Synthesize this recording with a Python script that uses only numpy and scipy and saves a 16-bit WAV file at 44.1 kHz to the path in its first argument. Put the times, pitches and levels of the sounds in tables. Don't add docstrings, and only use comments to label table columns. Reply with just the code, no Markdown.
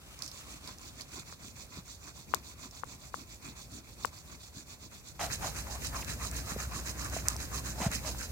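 import sys
import numpy as np
from scipy import signal
from scipy.fft import rfft, irfft
from scipy.io import wavfile
from scipy.ndimage import uniform_filter1d

SR = 44100
rng = np.random.default_rng(int(sys.argv[2]) if len(sys.argv) > 2 else 0)


def generate_wav(signal):
    frames = np.transpose(np.atleast_2d(signal))
    scaled = np.clip(frames, -1, 1) * 32767
    pcm = np.round(scaled).astype(np.int16)
    wavfile.write(sys.argv[1], SR, pcm)


N = 366471

# (frequency [Hz], level [dB])
AIR_COLOUR = [(25, -32), (38, -10.5), (55, 1.5), (90, -3), (150, -8), (300, -20), (600, -19.5), (1200, -28),
              (3000, -30), (7000, -28), (10000, -32), (16000, -28.5)]
# (frequency [Hz], correlation [1])
PORT_LIKENESS = [(60, 0.82), (130, 0.79), (290, 0.64), (640, 0.65), (1400, 0.57), (2400, 0.1), (2900, 1),
                 (3350, 0.86), (3650, 0.52), (4600, 0.06), (6800, 0.1), (15000, 0.071)]
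# (start [s], hiss level [dB], rasp level [dB], rumble level [dB],
# share of the stroke at which the tip bites hardest [1], note [Hz])
STROKE_TABLE = [(0.0, -19, -8, -1.5, 0.56, 1910), (0.16, -2, 1.5, 0, 0.52, 1085),
                (0.303, 1.5, 1.3, -2, 0.48, 1077), (0.434, 0, 1, 3.5, 0.59, 1160),
                (0.602, 0.8, 3, 4, 0.44, 1290), (0.771, 1, 0.5, 2, 0.31, 1250),
                (0.934, -1.5, 0, 2, 0.55, 1890), (1.079, 5.2, 5, 4, 0.38, 1463),
                (1.236, -1, -1, -1, 0.37, 1900), (1.377, 1, -0.5, 2.5, 0.43, 1460),
                (1.534, 0.8, -0.5, 0, 0.35, 1895), (1.681, 1.2, 2.7, 1, 0.64, 1360),
                (1.83, 1.5, -1.8, -3.3, 0.3, 1980), (1.988, 0.5, 1.1, 1.5, 0.69, 1543),
                (2.129, -0.3, -1.2, -1, 0.37, 920), (2.27, 1.1, 3, 7, 0.61, 993),
                (2.414, 0.7, -0.5, 0, 0.36, 900), (2.557, 1.5, 2.5, 2.5, 0.57, 1210),
                (2.705, 0.1, 0.2, -5, 0.33, 818), (2.84, 1.2, 2.7, 2, 0.54, 1023),
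                (2.978, -0.5, -0.8, -1, 0.46, 826), (3.118, 1.0, 0.9, 4, 0.64, 1250),
                (3.253, -1, -1.5, -2.5, 0.42, 820), (3.398, 1.5, 2, 5.5, 0.43, 958),
                (3.542, 0.7, -1.3, -0.5, 0.3, 820), (3.678, 0.3, 0, 4.5, 0.58, 1380),
                (3.823, -2.6, -4, -1, 0.29, 820), (3.966, 3.5, 1.3, 4.5, 0.61, 950),
                (4.103, -0.3, -2.5, -4, 0.32, 820), (4.244, 0, 1.0, 2, 0.54, 1128),
                (4.379, -0.8, -3.5, -4, 0.34, 985), (4.516, 0.3, -0.7, 2.5, 0.63, 1597),
                (4.647, -1, 0, -3.5, 0.41, 905), (4.781, -2, -2.7, 0.5, 0.53, 1120),
                (4.894, -2.5, -1.5, -3.9, 0.34, 1215), (5.025, -0.3, -3, -3.5, 0.48, 1510),
                (5.138, -9, -6, -3.0, 0.61, 952), (5.177, 2.4, 2, 1.5, 0.31, 823),
                (5.288, 2, -1.2, -2.4, 0.31, 1729), (5.391, 1.8, 1, 2.5, 0.39, 826),
                (5.532, -1, -2.3, 0, 0.31, 1423), (5.644, -4, -2, -1.5, 0.35, 820),
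                (5.801, 2, -2.3, 3.5, 0.37, 1896), (5.913, -0.5, 0.4, -0.5, 0.23, 1111),
                (6.051, 0.2, -1.0, 4, 0.27, 1767), (6.176, 0.3, -0.6, -2, 0.33, 1127),
                (6.314, 0.2, -1, 2.5, 0.21, 1770), (6.435, -1, -2, -3.5, 0.54, 1343),
                (6.57, 0.2, -1.5, -2, 0.32, 1410), (6.685, -1.8, -1, 4, 0.32, 1156),
                (6.835, 0.8, -2.8, 0, 0.26, 1728), (6.948, -0.6, -0.6, 3.5, 0.62, 1202),
                (7.102, 1, -0.7, 4.7, 0.27, 1590), (7.238, 0, 1.3, 0, 0.41, 1213),
                (7.36, -2.5, -3.8, 1.5, 0.33, 1656), (7.499, 1.1, -0.3, 3.5, 0.25, 1133),
                (7.622, -1.3, -2.1, 3.5, 0.34, 1548), (7.755, 0.5, 2.5, -3, 0.57, 827),
                (7.898, 4.5, 1.5, 3.5, 0.21, 1940), (8.006, 1.6, -1, 1, 0.44, 997),
                (8.155, -1.1, -4, -1, 0.43, 1550)]
# (far level [dB], change from close by [dB])
VOICE_LEVELS = [(-51.5, 11), (-57, 13.5), (-56.5, 8)]
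# (frequency [Hz], far left, far right, near left, near right level [dB])
HISS_COLOUR = [(3160, -7, -17.5, -6.5, -8), (3400, -2, -2.5, -12, -15), (3470, 0, -2.5, -16, -13.5),
               (3980, -7, -1.5, -5.5, -3.5), (4430, -2.5, 2, -12.5, -5.5), (5320, -17, -3.5, -22, -1),
               (5700, -14, 1.5, -19, -4), (6500, -9.5, 0, -15, 2.5), (7380, -6, 2, -18, -3),
               (8440, -9, -13.5, -7, -9), (9900, -15.5, -18, -16.5, -24), (10260, -17, -10, -13, -10),
               (12200, -21, -18, -19.5, -13.5), (15500, -14, -13, -21, -17.5)]
# (frequency [Hz], far left, far right, near left, near right level [dB])
RASP_COLOUR = [(480, -31, -9.5, -14, -9), (602, -2.5, -1, -5, -7), (895, -1.5, -21, -6.5, -8),
               (998, -1.5, 5.5, -2, -3), (1370, -3, -3, -2.5, -3), (1730, -7.5, -7.5, -2.5, -1.5),
               (2290, -1.5, 0.5, -6, -4.5), (2560, 0, 4.5, 0.5, -3), (3080, -8, -15, -15, -14)]
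# (frequency [Hz], level [dB])
RUMBLE_COLOUR = [(70, 2), (130, -1), (190, -4.5), (270, -5), (360, -10), (480, -18), (800, -30.5)]
# (frequency [Hz], level [dB])
SHOVE_COLOUR = [(130, -45), (220, 1), (300, 1.5), (380, -5), (480, -26), (800, -44)]
# (time [s], level [dB])
STIR_LEVELS = [(0, -62), (.15, -53.5), (.22, -63), (.4, -52.5), (.7, -59), (1.0, -62), (1.4, -78)]
# (frequency [Hz], level [dB])
RUSTLE_COLOUR = [(200, -6), (600, -1.5), (1200, 3.5), (2200, -2), (3000, 3.5), (4500, -1.5), (7000, -0.5),
                 (10000, -5), (16000, -14)]
# (time [s], peak level [dB], left over right [dB], 60 dB decay [s], centre [Hz])
SNAP_TABLE = [(.190, -37, -7, .015, 5500), (0.2215, -25.5, -11, 0.016, 4940), (0.234, -33, -7, 0.035, 5500),
              (.244, -36, -3, 0.16, 5500), (0.262, -31.5, -9, 0.013, 5500), (.277, -34.5, -5, 0.1, 5100),
              (0.315, -35, -9, 0.019, 5000), (.375, -38, -3, .008, 5000), (.659, -43, -8, 0.014, 5500),
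              (0.675, -33, -8, .017, 4750), (.785, -35, -4, 0.011, 5640), (1.009, -31.5, -6.5, 0.025, 4900),
              (1.018, -33.5, -10, 0.014, 5466), (2.711, -38, -7, 0.015, 5800),
              (6.047, -30.5, -16, 0.004, 6200), (6.3140, -25, -6, 0.0031, 7200),
              (7.099, -32, -5, 0.006, 6593), (7.2844, -8, -7.5, 0.0065, 7500),
              (7.3649, -25.5, -5, 0.0045, 6070), (7.916, -26, -11, 0.0095, 6414)]
# (time [s], level [dB], frequency [Hz], 60 dB decay [s])
KNOCK_TABLE = [(.216, -42, 1290, 0.011), (1.180, -41, 260, 0.046), (1.193, -41, 150.2, 0.073),
               (1.772, -39, 292, 0.024), (1.785, -34, 168, 0.042), (1.879, -51, 1400, .025),
               (2.655, -42.5, 228.5, 0.066), (3.483, -49, 149.8, .05), (4.565, -35, 130.8, 0.035),
               (6.520, -29, 180.9, 0.033), (6.562, -27.5, 435, 0.017), (6.564, -24.5, 160.3, 0.028),
               (7.165, -26.5, 655, 0.022), (7.360, -37, 958.5, .012), (7.802, -31, 559, .018),
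               (7.802, -32, 255.6, 0.056), (7.814, -26.5, 179.8, 0.038), (7.862, -14.5, 122, 0.04),
               (7.872, -25.5, 62, 0.12), (7.904, -31, 160, 0.036), (7.956, -36, 175, .04),
               (8.050, -32, 95, 0.078), (8.147, -37.5, 910, .015)]
# (time [s], level [dB], contact [s])
TAP_TABLE = [(1.3255, -28, 0.00033), (2.3384, -4.5, 0.00017), (2.8352, -14.5, 0.00041),
             (3.142, -13.5, 0.00038), (4.0481, -8, 0.00012)]
# (frequency [Hz], level [dB], 60 dB decay [s])
HOUSING_MODES = [(496, -11.5, 0.023), (1105, -6, 0.012), (1365, -5.5, 0.006), (1680, -28, 0.0045),
                 (2730, -20.5, 0.0091)]
# (time [s], length [s], rise [s], first [Hz], last [Hz], level [dB])
JUDDER_TABLE = [(5.193, 0.099, 0.002, 804, 637, -35.5), (5.411, 0.088, 0.036, 720, 636, -38.5),
                (5.942, 0.026, .008, 1180, 1018, -43), (6.019, 0.016, 0.0043, 2540, 1708, -40),
                (7.155, 0.059, .008, 701, 477, -48.5), (7.797, 0.1, 0.023, 899, 611, -36),
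                (8.034, 0.078, 0.031, 652, 587, -38.5)]

MOVE_S = 5.193
LAST_STROKE_S = 0.14
PORT_LAG_S, FAR_LAG_S = 0.00014, 0.00018
TIME = np.arange(N) / SR
NEAR = np.clip((TIME - MOVE_S) / 0.003, 0, 1)
FREQS = np.maximum(np.fft.rfftfreq(N, 1 / SR), 1)


def from_db(db):
    return 10 ** (np.asarray(db) / 20)


def rms_one(x):
    return x / np.sqrt(np.mean(x ** 2) + 1e-20)


def at_hz(rows, column=1):
    rows = np.array(rows, float)
    return np.interp(np.log(FREQS), np.log(rows[:, 0]), rows[:, column])


def band(x, low_hz, high_hz, order=2):
    edges = [low_hz, min(high_hz, 0.45 * SR)]
    return signal.sosfilt(signal.butter(order, edges, "band", fs=SR, output="sos"), x + 1e-18)


def drift(rate):
    r = np.exp(-2 * np.pi * rate / SR)
    raw = rng.standard_normal(N + SR)
    settled = signal.lfilter([1], [1, -2 * r, r * r], raw)[SR:]
    return rms_one(settled)


def ring(x, hz, t60):
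    r, w = from_db(-60 / (t60 * SR)), 2 * np.pi * hz / SR
    return signal.lfilter([0, np.sin(w)], [1, -2 * r * np.cos(w), r * r], x + 1e-18)


def two_ears(pair, lag_s=PORT_LAG_S):
    mid, side = rfft(pair)
    alike = np.clip(at_hz(PORT_LIKENESS), -0.99, 0.99)
    blend = np.sqrt(1 + alike) * mid + np.sqrt(1 - alike) * side * [[1], [-1]]
    return blend * np.exp(-2j * np.pi * FREQS * [[lag_s], [0]])


def noise(spectrum):
    shaped = two_ears(rng.standard_normal((2, N))) * from_db(at_hz(spectrum))
    return rms_one(irfft(shaped, N))


def background(air_db=-54, near_air_db=11.5, hum_hz=62.46, hum_db=-43.0, swell_db=-7, swell_s=0.62):
    air_level = air_db + near_air_db * NEAR + 1.0 * drift(13.0)
    air = band(noise(AIR_COLOUR), 37.0, 14800, order=4) * from_db(air_level)
    swell = swell_db * np.clip(1 - (TIME - MOVE_S) / swell_s, 0, 1)
    hum = np.sin(2 * np.pi * hum_hz * TIME + 0.1 * drift(0.92))
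    hum = hum * from_db(hum_db + swell + 0.71 * drift(1.0))
    return air + hum * NEAR


def strokes():
    turns = [row[0] for row in STROKE_TABLE]
    turns.append(turns[-1] + LAST_STROKE_S)
    done = np.interp(TIME, turns, np.arange(len(turns)))
    return done % 2 >= 1, done % 1


def this_stroke():
    starts, *columns = np.transpose(STROKE_TABLE)
    row = np.maximum(np.searchsorted(starts, TIME) - 1, 0)
    return [column[row] for column in columns]


def swing(push_peak, pull_peak, sharpness, rest_db):
    push, along = strokes()
    peak = np.clip(np.where(push, push_peak, pull_peak), 0.1, 0.9)
    speed = np.sin(np.minimum(along / peak, (1 - along) / (1 - peak)) * np.pi / 2)
    return np.hypot(speed ** sharpness, from_db(rest_db))


def pressure():
    levels = [stroke_db + db + near_db * NEAR
              for stroke_db, (db, near_db) in zip(this_stroke(), VOICE_LEVELS)]
    return from_db(uniform_filter1d(np.array(levels), size=300, axis=1))


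def friction(colour, low_hz, high_hz, per_s, size_db):
    sizes = from_db(size_db * np.minimum(rng.exponential(1, N), 4))
    catches = rng.standard_normal((2, N)) * sizes * (rng.random(N) < per_s / SR)
    gains = from_db([at_hz(colour, column=k) for k in range(1, len(colour[0]))])

    def heard(place_gains, lag_s):
        coloured = irfft(two_ears(catches, lag_s) * place_gains, N)
        return rms_one(band(coloured, low_hz, high_hz, order=4))

    far_gains, near_gains = np.split(gains, 2)
    return heard(far_gains, FAR_LAG_S) * (1 - NEAR) + heard(near_gains, PORT_LAG_S) * NEAR


def wander(x, low_hz, high_hz, patchy_db, rate, count=4):
    edges = np.geomspace(low_hz, high_hz, count + 1)
    out = x
    for low, high in zip(edges, edges[1:]):
        gain = from_db(patchy_db * np.tanh(drift(rate)))
        out = out + (gain - 1) * band(x, low, high, order=1)
    return rms_one(out)


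def crumbs(per_s=45, size_db=4, level_db=-2):
    sizes = from_db(size_db * np.minimum(rng.exponential(1, N), 3)) * (rng.random(N) < per_s / SR)
    age = TIME[:SR // 200]
    burst = rng.standard_normal((2, len(age))) * from_db(-60 * age / 0.032)
    ticks = signal.fftconvolve(sizes[None], burst, axes=1)[:, :N]
    return rms_one(band(ticks, 5500, 8930, order=3)) * from_db(level_db + np.array([[-14], [-9]]))


def lean(rasp, note, pivot_hz=1400, far_db_per_octave=-0.5, near_db_per_octave=5):
    tilt = from_db(np.log2(note / pivot_hz) * np.where(NEAR, near_db_per_octave, far_db_per_octave))
    low = signal.sosfiltfilt(signal.butter(2, pivot_hz, fs=SR, output="sos"), rasp)
    return low / tilt + (rasp - low) * tilt


def chatter(speed, note, rise=0.12, width_hz=150, pull_db=-4):
    push, _ = strokes()
    phase = 2 * np.pi * np.cumsum(note * (1 + rise * (speed - 1))) / SR
    pair = np.array([drift(width_hz) * np.sin(phase) + drift(width_hz) * np.cos(phase) for _ in range(2)])
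    return rms_one(irfft(two_ears(pair), N)) * from_db(np.where(push, 0, pull_db))


def plow(snag_db=2.2):
    hiss_gain, rasp_gain, rumble_gain = pressure()
    *_, bite_at, note = this_stroke()
    far_slide = swing(push_peak=0.58, pull_peak=0.5, sharpness=1.26, rest_db=-16.0)
    near_slide = swing(push_peak=0.57, pull_peak=0.46, sharpness=1.87, rest_db=-18)
    slide = np.where(NEAR, near_slide, far_slide)
    far_bite = swing(bite_at, bite_at, sharpness=1.4, rest_db=-11)
    near_bite = swing(bite_at, bite_at, sharpness=1.7, rest_db=-12.5)
    bite = np.where(NEAR, near_bite, far_bite)

    hiss = friction(HISS_COLOUR, low_hz=2760, high_hz=20000, per_s=12000, size_db=-1.0)
    hiss = wander(hiss, low_hz=3350, high_hz=9900, patchy_db=3.5, rate=25)
    hiss = (hiss + crumbs()) * slide * from_db(1.04)

    rasp = friction(RASP_COLOUR, low_hz=474, high_hz=2660, per_s=2800, size_db=0.0)
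    rasp = wander(rasp, low_hz=557, high_hz=2800, patchy_db=4.5, rate=15)
    rasp = rasp * from_db(np.where(NEAR, -0.9, 0.3))
    hoarse = chatter(bite, note) * from_db(np.where(NEAR, -3.5, -9))
    rasp = (lean(rasp, note) + hoarse) * bite
    rasp = rasp * from_db(snag_db * np.tanh(drift(70)))

    rumble = band(noise(RUMBLE_COLOUR), 64, 960)
    rumble = rumble * swing(push_peak=0.48, pull_peak=0.34, sharpness=1.1, rest_db=-2) * from_db(-1.35)
    shove = noise(SHOVE_COLOUR) * swing(push_peak=0.67, pull_peak=0.48, sharpness=2.8, rest_db=-28)
    shove = shove * from_db(np.where(NEAR, -11, -3.5)) * from_db(np.where(strokes()[0], 1, -5))

    grip = from_db(0.92 * drift(29.5))
    return grip * (hiss_gain * hiss + rasp_gain * rasp + rumble_gain * (rumble + shove))


def rustle():
    crinkle = noise(RUSTLE_COLOUR) + crumbs(per_s=330, size_db=0.0, level_db=-9)
    return crinkle * from_db(np.interp(TIME, *np.transpose(STIR_LEVELS)) + 2 * drift(40))


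def crack(s, db, pan_db, t60, hz, edge_db, top_hz, tail_db=-24, tail_t60=0.11, width=1.135, break_db=12):
    out, age = np.zeros((2, N)), TIME[:SR // 10]
    burst = rng.standard_normal((2, len(age)))
    burst[:, 0] = from_db(break_db)
    decay = from_db(-60 * age / t60)
    tail = from_db(tail_db - 60 * age / tail_t60)
    body = band(burst * (decay + tail), hz / width, hz * width, order=1)
    edge = from_db(edge_db) * burst * decay ** 2
    body = band(body + edge, 3380, top_hz, order=4)
    body = body / np.abs(body).max(axis=1, keepdims=True)
    at = round(s * SR)
    out[:, at:at + len(age)] = body * from_db([[db + pan_db / 2], [db - pan_db / 2]])
    return out


def snaps():
    return sum(crack(*snap, edge_db=-22.5, top_hz=17000) for snap in SNAP_TABLE)


def knocks(upper_ratio=1.635, upper_db=-8, thud_db=-14):
    out, age = np.zeros(N), TIME[:SR // 8]
    for s, db, hz, t60 in KNOCK_TABLE:
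        at, phase = round(s * SR), 2 * np.pi * hz * age
        decay = from_db(-60 * age / t60)
        modes = np.sin(phase) - from_db(upper_db) * np.sin(upper_ratio * phase)
        earth = band(rng.standard_normal(SR // 2), hz / 2, hz * 1.62, order=3)
        thud = from_db(thud_db) * rms_one(earth)[-len(age):]
        out[at:at + len(age)] += from_db(db) * decay * (modes + thud)
    return band(out, 40, 2200, order=4)


def taps(right_db=-26, rattle_db=-27, rattle_t60=0.04):
    clicks, age = np.zeros(N), TIME[:SR // 10]
    for s, db, contact_s in TAP_TABLE:
        press = np.hanning(round(contact_s * SR) + 2)
        at = round((s - contact_s / 2) * SR)
        clicks[at:at + len(press)] = from_db(db) * press / press.sum()
    rung = sum(from_db(db) * ring(clicks, hz, t60) for hz, db, t60 in HOUSING_MODES)
    shaken = signal.fftconvolve(clicks, from_db(rattle_db - 60 * age / rattle_t60))[:N]
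    rattle = shaken * rms_one(band(rng.standard_normal(N), 200, 890, order=2))
    return (band(rung, 576, 3100, order=3) + rattle) * from_db([[0], [right_db]])


def rebounds(delay_s=0.0075, full_tap_db=-5.5, growth=2.54):
    return sum(crack(s + delay_s, full_tap_db + growth * db, pan_db=17, t60=0.0098,
                     hz=6900, edge_db=3, top_hz=14300) for s, db, _ in TAP_TABLE)


def judders(jitter=0.15, overtone_db=-12, crunch_db=-9.0):
    out, waver = np.zeros(N), 1 + jitter * drift(222.4)
    crunch = from_db(crunch_db) * rms_one(band(rng.standard_normal(N), 600, 3100, order=4))
    for s, length, rise, first_hz, last_hz, db in JUDDER_TABLE:
        along = np.clip((TIME - s) / length, 0, 1)
        pitch = (first_hz + (last_hz - first_hz) * along) * waver
        phase = 2 * np.pi * np.cumsum(pitch) / SR
        slips = np.sin(phase) + from_db(overtone_db) * np.sin(2 * phase) + crunch * (1 + np.cos(phase))
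        envelope = np.clip((TIME - s) / rise, 0, 1) * np.sqrt(1 - along)
        out += from_db(db) * envelope * slips
    return out * from_db(2 * drift(110)) * from_db([[0.6], [-0.6]])


def scene():
    return background() + plow() + rustle() + snaps() + knocks() + taps() + rebounds() + judders()


def record(dry):
    return signal.sosfilt(signal.ellip(10, 0.2, 80, 16000, fs=SR, output="sos"), dry)


dry = scene()
out = record(dry)
generate_wav(out)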